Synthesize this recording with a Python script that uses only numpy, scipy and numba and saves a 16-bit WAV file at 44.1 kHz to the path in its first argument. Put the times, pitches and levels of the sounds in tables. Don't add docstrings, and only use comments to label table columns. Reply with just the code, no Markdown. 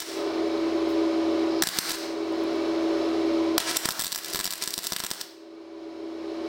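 import sys
import numpy as np
from scipy import signal
from scipy.fft import rfft, irfft
from scipy.io import wavfile
from scipy.ndimage import uniform_filter1d
from numba import njit

SR = 44100
rng = np.random.default_rng(int(sys.argv[2]) if len(sys.argv) > 2 else 0)


def digitize_waveform(pressure):
    field = np.atleast_2d(pressure).T
    bounded = np.clip(field, -1, 1)
    quanta = np.round(bounded * 32767).astype(np.int16)
    wavfile.write(sys.argv[1], SR, quanta)


N = 285754
TIME = np.arange(N) / SR

SHAFT_HZ = 82.05
# multiple of the shaft rate, relative level in dB.
FAN_TONES = [(1, -57.5), (3, -50.5), (4, -27), (7, -39), (12, -52.5)]
# time in seconds, level change in dB.
FAN_TONE_LEVEL = [(0.25, -3.5), (0.6, 0.5), (1.42, 1.5), (1.58, -1.5), (1.8, -1), (2.18, -1), (2.45, -1.5),
                  (3.38, 1.5), (4.3, -5), (5.1, -4.5), (5.7, 1)]
# frequency in Hz, relative density in dB.
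AIR_SPECTRUM = [(30, -25), (120, -23.5), (170, -14), (240, -7), (300, 0), (450, -4.5), (520, -3.5),
                (700, -6), (1000, -6), (1700, -14), (4300, -19), (5400, -21.5), (7000, -31), (11000, -41.5),
                (15000, -48)]
# frequency in Hz, width in Hz, height above the rush in dB.
CASE_RESONANCES = [(289, 17, 4.5), (362, 34, 11), (402.5, 47.8, 17.5), (614, 108, 8), (705, 26, 10),
                   (1028, 17, 5.5), (2247, 120, 5), (4130, 820, 4.5), (5200, 570, 3.5)]

# start in seconds, stop in seconds, fading of the sizzle after the stop in dB per second.
WELD_SPANS = [(-1, .01, 200), (1.626, 1.94, 200), (3.583, 5.215, 400)]
# time of the top in seconds, rise in seconds, swell in dB over the steady sizzle.
HISS_SWELLS = [(.01, 0.079, 17), (.14, 0.1, 17.5), (1.788, 0.025, 6), (1.92, 0.074, 12.5), (3.601, 0.02, 9),
               (3.714, 0.24, 15.5), (3.771, 0.028, 17.5), (3.855, 0.052, 17), (4.344, 0.017, 3),
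               (4.624, 0.02, 17.5), (4.848, 0.022, 10), (5.215, 0.016, 6)]
SWELL_FALL_S = 0.038
# frequency in Hz, relative density in dB.
SIZZLE_SPECTRUM = [(60, -8), (400, 6.5), (1100, 5), (1750, 5), (2600, 5.5), (3700, 5.5), (4400, 8),
                   (5500, 9), (6700, 3), (8300, 4), (11000, -2.5), (15000, -13.5)]
COLD_DB, WARM_S, HOARSE_DB, HOARSE_HZ = -10, 1.0, 0.5, 2830

# time in seconds, relative peak in dB, level of the low body in dB.
LOUD_POPS = [(.003, 22.5, -6), (.022, 8, 3), (1.6358, 34, 3), (1.6719, 34, 1), (1.6885, 28.5, -0.5),
             (1.772, 5, 1), (1.7873, 35.5, 0.5), (1.8941, 12, -2), (1.9063, 12.5, -3), (1.9165, 10, 0),
             (1.9195, 10, 0), (1.9553, -1, 4), (3.6024, 19, 0), (3.7124, 11, 2), (3.7697, 29, 4),
             (3.8561, 28, 5), (3.8886, 34, 0), (3.9071, 25, -8), (3.9135, 20, 2), (3.9215, 20, -8),
             (3.9942, 24, 1), (4.0018, 25, -3), (4.0115, 26, -8), (4.0208, 27.5, 0.5), (4.0381, 21, 0),
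             (4.0453, 27, -5), (4.0574, 20, -1), (4.0673, 28, -2.5), (4.0794, 19, -17), (4.1206, 19, -8),
             (4.1265, 25.5, 0), (4.148, 23, -12), (4.1595, 27.5, -2.5), (4.178, 19, -7), (4.1875, 16, -1),
             (4.2466, 10, -12), (4.2596, 6, -12), (4.335, 9, -16), (4.3469, 15, 5.5), (4.3581, 19, 2.5),
             (4.3714, 10, -3), (4.3912, 18, 2), (4.401, 16, 4), (4.41, 17, 1.5), (4.4333, 1, -2),
             (4.4438, 24, -1), (4.4551, 27, -1), (4.4649, 26, -4), (4.476, 23, 1), (4.507, 22, -10),
             (4.5134, 16, -5), (4.525, 22.5, -1), (4.5355, 25, -0.5), (4.556, 11, -8), (4.5805, 6, -4),
             (4.6236, 20.5, -6), (4.638, 23, -7.5), (4.6592, 8, -16), (4.6759, 23, 1.5), (4.6854, 12, -5),
             (4.6914, 5, -4), (4.7065, 16, -11), (4.7354, 10, -7), (4.7398, 23, -10), (4.7789, 24, 1),
             (4.7893, 20, 0.5), (4.8326, 7, -15), (4.8417, 14, -17), (4.8477, 12, -4), (4.852, 8, -2),
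             (4.8693, 29.5, -5.5), (4.902, 8, -2), (4.922, 25.5, 4), (4.933, 27, 1.5), (4.964, 29.5, 1),
             (4.9858, 14, -17.5), (4.9955, 18, -8), (5.0024, 24.5, 2.5), (5.0379, 26, 2.5),
             (5.0476, 24, 3.5), (5.0652, 25.5, -10), (5.1049, 18, -2), (5.1136, 31, 1.5),
             (5.1356, 15, -3.5), (5.213, 21.5, -0.5)]
# start in seconds, length in seconds, relative level in dB.
WIRE_STRIKES = [(1.6223, 0.0064, 8.5), (3.5798, 0.0047, 7.5)]
# frequency in Hz, relative level in dB.
POP_SPECTRUM = [(30, -6), (100, -3.5), (165, 4.5), (260, -1), (600, -2), (1750, -0.5), (2400, -3.5),
                (3200, -1.5), (3800, 1.84), (5600, 2.5), (6500, -3), (8300, 3.5), (9300, -4), (10400, -3),
                (11200, -6), (12400, -1), (14500, -3), (18000, -3.5)]
POOL_PERIOD_S, CRACKLE_PER_S = 0.008, 55
CRACKLE_DB, CRACKLE_SPREAD_DB, CRACKLE_BODY_DB = 5, 4.5, -10.5

# delay in seconds, level in dB against the direct sound.
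NEAR_ECHOES = [(.003, -8), (.006, -20)]
# frequency in Hz, width in Hz, level in dB against the direct sound.
BENCH_MODES = [(1085, 68, -11), (1697, 140, -8.5), (3700, 58, -8), (4120, 120, -9), (4800, 48, -2.5),
               (5330, 23, -7.5), (5800, 58, -21), (7450, 88, -12)]
ROOM_T60_S, TREBLE_T60_S = 0.57, 0.39

# start in seconds, rise time in seconds, relative level in dB.
FAINT_TICKS = [(0.88, 0.018, -53), (1.983, 0.0018, -29.5), (2.324, 0.00088, -46), (2.436, 0.0012, -42)]
# start in seconds, stop in seconds.
FEED_SPANS = [(1.47, 1.96), (3.56, 5.2)]

TOP_HZ, CEILING = 15900, .38


def undb(db):
    return 10 ** (np.asarray(db) / 20)


def unit(x):
    return x / np.sqrt(np.mean(x ** 2))


def walk(rate):
    hold = int(SR / rate)
    steps = np.repeat(rng.standard_normal(N // hold + 1), hold)
    return 1.3 * uniform_filter1d(uniform_filter1d(steps, hold), hold)[:N]


def contour(points, freqs):
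    hz, db = np.transpose(points)
    return np.interp(np.log(freqs + 1), np.log(hz), db)


def colour(x, points, peaks=()):
    freqs = np.fft.rfftfreq(N, 1 / SR)
    power = 1
    for hz, width, db in peaks:
        power = power + (undb(db) ** 2 - 1) / (1 + (2 * (freqs - hz) / width) ** 2) ** 2
    return irfft(rfft(x) * undb(contour(points, freqs)) * np.sqrt(power), N)


def sieve(x, kind, hz):
    return signal.sosfilt(signal.butter(2, hz, kind, fs=SR, output="sos"), x)


def snap(points, size=512):
    cepstrum = irfft(np.log(undb(contour(points, np.fft.rfftfreq(size, 1 / SR)))))
    cepstrum[1:size // 2] *= 2
    cepstrum[size // 2 + 1:] = 0
    pulse = irfft(np.exp(rfft(cepstrum)))
    return pulse / np.abs(pulse).max()


def ring(x, response):
    return signal.fftconvolve(x, response)[:N]


def scatter(t60):
    tail = rng.standard_normal(SR) * undb(-60 * TIME[:SR] / t60)
    return tail / np.linalg.norm(tail)


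def fan(air_db=-30, flutter_db=1.37, speed_drift=0.0013, gust_db=0.3):
    turns = np.cumsum(SHAFT_HZ * (1 + speed_drift * walk(5.3))) / SR
    tones = 0
    for multiple, db in FAN_TONES:
        level = np.sqrt(2) * undb(db + flutter_db * walk(30))
        tones = tones + level * np.sin(2 * np.pi * (multiple * turns + rng.random()))
    tones = tones * undb(np.interp(TIME, *np.transpose(FAN_TONE_LEVEL)))
    rush = rng.standard_normal(N)
    rush = rush + .3 * sieve(ring(rush, scatter(.12)), "high", 900)
    air = unit(colour(rush, AIR_SPECTRUM, CASE_RESONANCES))
    return tones + air * undb(air_db + gust_db * walk(9.2))


def coldness(s):
    return sum((s >= start) * np.exp(-np.maximum(s - start, 0) / WARM_S) for start, _, _ in WELD_SPANS)


def sizzle(sizzle_db=-23.5, grain_db=2.0, flicker_db=3):
    burn = sum((TIME >= start) * undb(-fade * np.maximum(TIME - stop, 0)) for start, stop, fade in WELD_SPANS)
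    swell_db = 0
    for top, rise, db in HISS_SWELLS:
        swell = np.interp(TIME, [top - rise, top, top + SWELL_FALL_S], [0, 1, 0])
        swell_db = swell_db + db * np.sqrt(swell)
    sizes = undb(grain_db * np.minimum(rng.exponential(size=N), 5))
    grains = rng.standard_normal(N) * sizes * (rng.random(N) < .16)
    spray = unit(colour(grains, SIZZLE_SPECTRUM))
    cold = coldness(TIME)
    breath = unit(colour(rng.standard_normal(N), SIZZLE_SPECTRUM))
    hoarse = sieve(breath, "low", HOARSE_HZ) * cold * undb(HOARSE_DB)
    level_db = sizzle_db + COLD_DB * cold + swell_db + flicker_db * walk(70)
    return (spray + hoarse) * burn * undb(level_db)


def shorts():
    rows = list(LOUD_POPS)
    for k, (luck, late, strength) in enumerate(rng.random(size=(1024, 3))):
        s = (k + late / 2) * POOL_PERIOD_S
        burning = any(start < s < stop for start, stop, _ in WELD_SPANS)
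        if luck < CRACKLE_PER_S * POOL_PERIOD_S and burning:
            peak_db = CRACKLE_DB + COLD_DB * coldness(s) + CRACKLE_SPREAD_DB * (2 * strength - 1)
            rows.append((s, peak_db, CRACKLE_BODY_DB))
    return rows


def pops(pop_db=1.5, spray_db=-30, spray_s=0.0012, split_s=0.0003, split_db=-9, thump_db=-24,
         roar_low_hz=450, puff_db=-50, puff_s=0.0015, cold_spray_db=15, cold_stretch=1.0,
         cold_puff_db=20, body_hz=2200, size=1024):
    out, age = np.zeros(N + size), TIME[:size]
    lows = signal.butter(1, body_hz, fs=SR, output="sos")
    hiss = sieve(rng.standard_normal(N), "high", body_hz)
    roar = sieve(sieve(rng.standard_normal(N), "low", body_hz), "high", roar_low_hz)
    for s, length, db in WIRE_STRIKES:
        at = int(s * SR)
        thump = undb(thump_db) * np.exp(-age / spray_s)
        blast = np.sqrt(age / length) * np.exp(-(age / length) ** 4)
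        noise = hiss[at:at + size] + 2 * roar[at:at + size]
        out[at:at + size] += undb(db) * (noise * blast - thump)
    splits = rng.random(size=(1024, 2))
    for (s, db, body_db), (late, share) in zip(shorts(), splits):
        at, cold = int(s * SR), min(coldness(s), .5)
        spray = hiss[at:at + size] + 2 * cold * roar[at:at + size]
        decay = np.exp(-age / (spray_s * (1 + cold * cold_stretch)))
        burst = undb(spray_db + cold * cold_spray_db) * spray * decay
        burst[0] = -1
        burst[1 + int(late * split_s * SR)] += undb(split_db) * (2 * share - 1)
        burst = burst - undb(puff_db + cold * cold_puff_db) * np.exp(-age / puff_s)
        burst = burst + (undb(body_db) - 1) * signal.sosfilt(lows, burst)
        out[at:at + size] += undb(db + pop_db) * burst
    return ring(out[:N], snap(POP_SPECTRUM))


def workshop(x, clutter_db=-15, clutter_t60=0.16, room_db=-9.0, dull_hz=6200, thin_hz=350):
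    age = TIME[:SR]
    low_tail = sieve(sieve(scatter(ROOM_T60_S), "low", dull_hz), "low", dull_hz)
    treble_tail = sieve(scatter(TREBLE_T60_S), "high", dull_hz) / 2
    tail = (low_tail + treble_tail) * np.minimum(age / 0.02, 1)
    response = sieve(undb(clutter_db) * scatter(clutter_t60) + undb(room_db) * tail, "high", thin_hz)
    for hz, width, db in BENCH_MODES:
        strength = undb(db) * 2 * np.pi * width / SR
        response += strength * np.exp(-np.pi * width * age) * np.cos(2 * np.pi * hz * age)
    response[0] += 1
    for delay, db in NEAR_ECHOES:
        response[int(delay * SR)] += undb(db)
    return ring(x, response)


def spatter(spatter_db=-44, per_s=150, fade_db_per_s=5, low_hz=9000):
    falling = 0
    for _, stop, _ in WELD_SPANS:
        falling = falling + (TIME > stop) * undb(-fade_db_per_s * np.maximum(TIME - stop, 0))
    sparks = (rng.random(N) < per_s / SR) * rng.standard_normal(N)
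    return undb(spatter_db) * falling * sieve(sparks, "high", low_hz)


def ticks(low_hz=5000):
    swell = 0
    for s, rise, db in FAINT_TICKS:
        age = np.maximum(TIME - s, 0) / rise
        swell = swell + undb(db) * age * np.exp(1 - age)
    return swell * sieve(rng.standard_normal(N), "high", low_hz)


def feeder(whine_hz=4980, whine_db=-51, scrape_db=-48.0, scrape_low_hz=4000, scrape_high_hz=5600,
           hum_hz=120, hum_db=-58):
    running = sum(np.clip(np.minimum(TIME - start, stop - TIME) / 0.07, 0, 1) for start, stop in FEED_SPANS)
    whine = np.sqrt(2) * walk(400) * np.sin(2 * np.pi * whine_hz * TIME)
    hum = np.sqrt(2) * (1 + 0.46 * walk(26)) * np.sin(2 * np.pi * hum_hz * TIME)
    band = signal.butter(4, [scrape_low_hz, scrape_high_hz], "band", fs=SR, output="sos")
    scrape = unit(signal.sosfilt(band, rng.standard_normal(N)))
    return running * (undb(whine_db) * whine + undb(scrape_db) * scrape + undb(hum_db) * hum)


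def scene():
    weld = workshop(sizzle() + pops() + spatter())
    return (fan() + weld + ticks() + feeder())[None]


@njit
def gain_control(x, treble, threshold, attack, quick_s, charge_s, sink, recover, let_go, quick, ceiling):
    y, slow = np.empty(len(x)), 0.
    for i in range(len(x)):
        gain = 10 ** (-(quick + slow) / 20)
        y[i] = ceiling * np.tanh(gain * x[i] / ceiling)
        excess = max(min(gain * abs(treble[i]), ceiling) - threshold, 0.)
        quick = max(quick + (attack * excess - quick / quick_s - let_go) / SR, 0.)
        slow = max(slow + (min(quick / charge_s, sink) - recover) / SR, 0.)
    return y


def record(dry, threshold_db=-25.5, attack=63000.0, quick_s=0.18, charge_s=0.2, sink_db=30.0,
           recover_db=13.0, let_go_db=95, quick_db=27):
    treble = sieve(dry[0], "high", 3100)
    y = gain_control(dry[0], treble, float(undb(threshold_db)), attack, quick_s, charge_s,
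                     float(sink_db), float(recover_db), float(let_go_db), float(quick_db), CEILING)
    return signal.sosfilt(signal.ellip(10, .1, 70, TOP_HZ, fs=SR, output="sos"), y)[None]


dry = scene()
out = record(dry)
digitize_waveform(out)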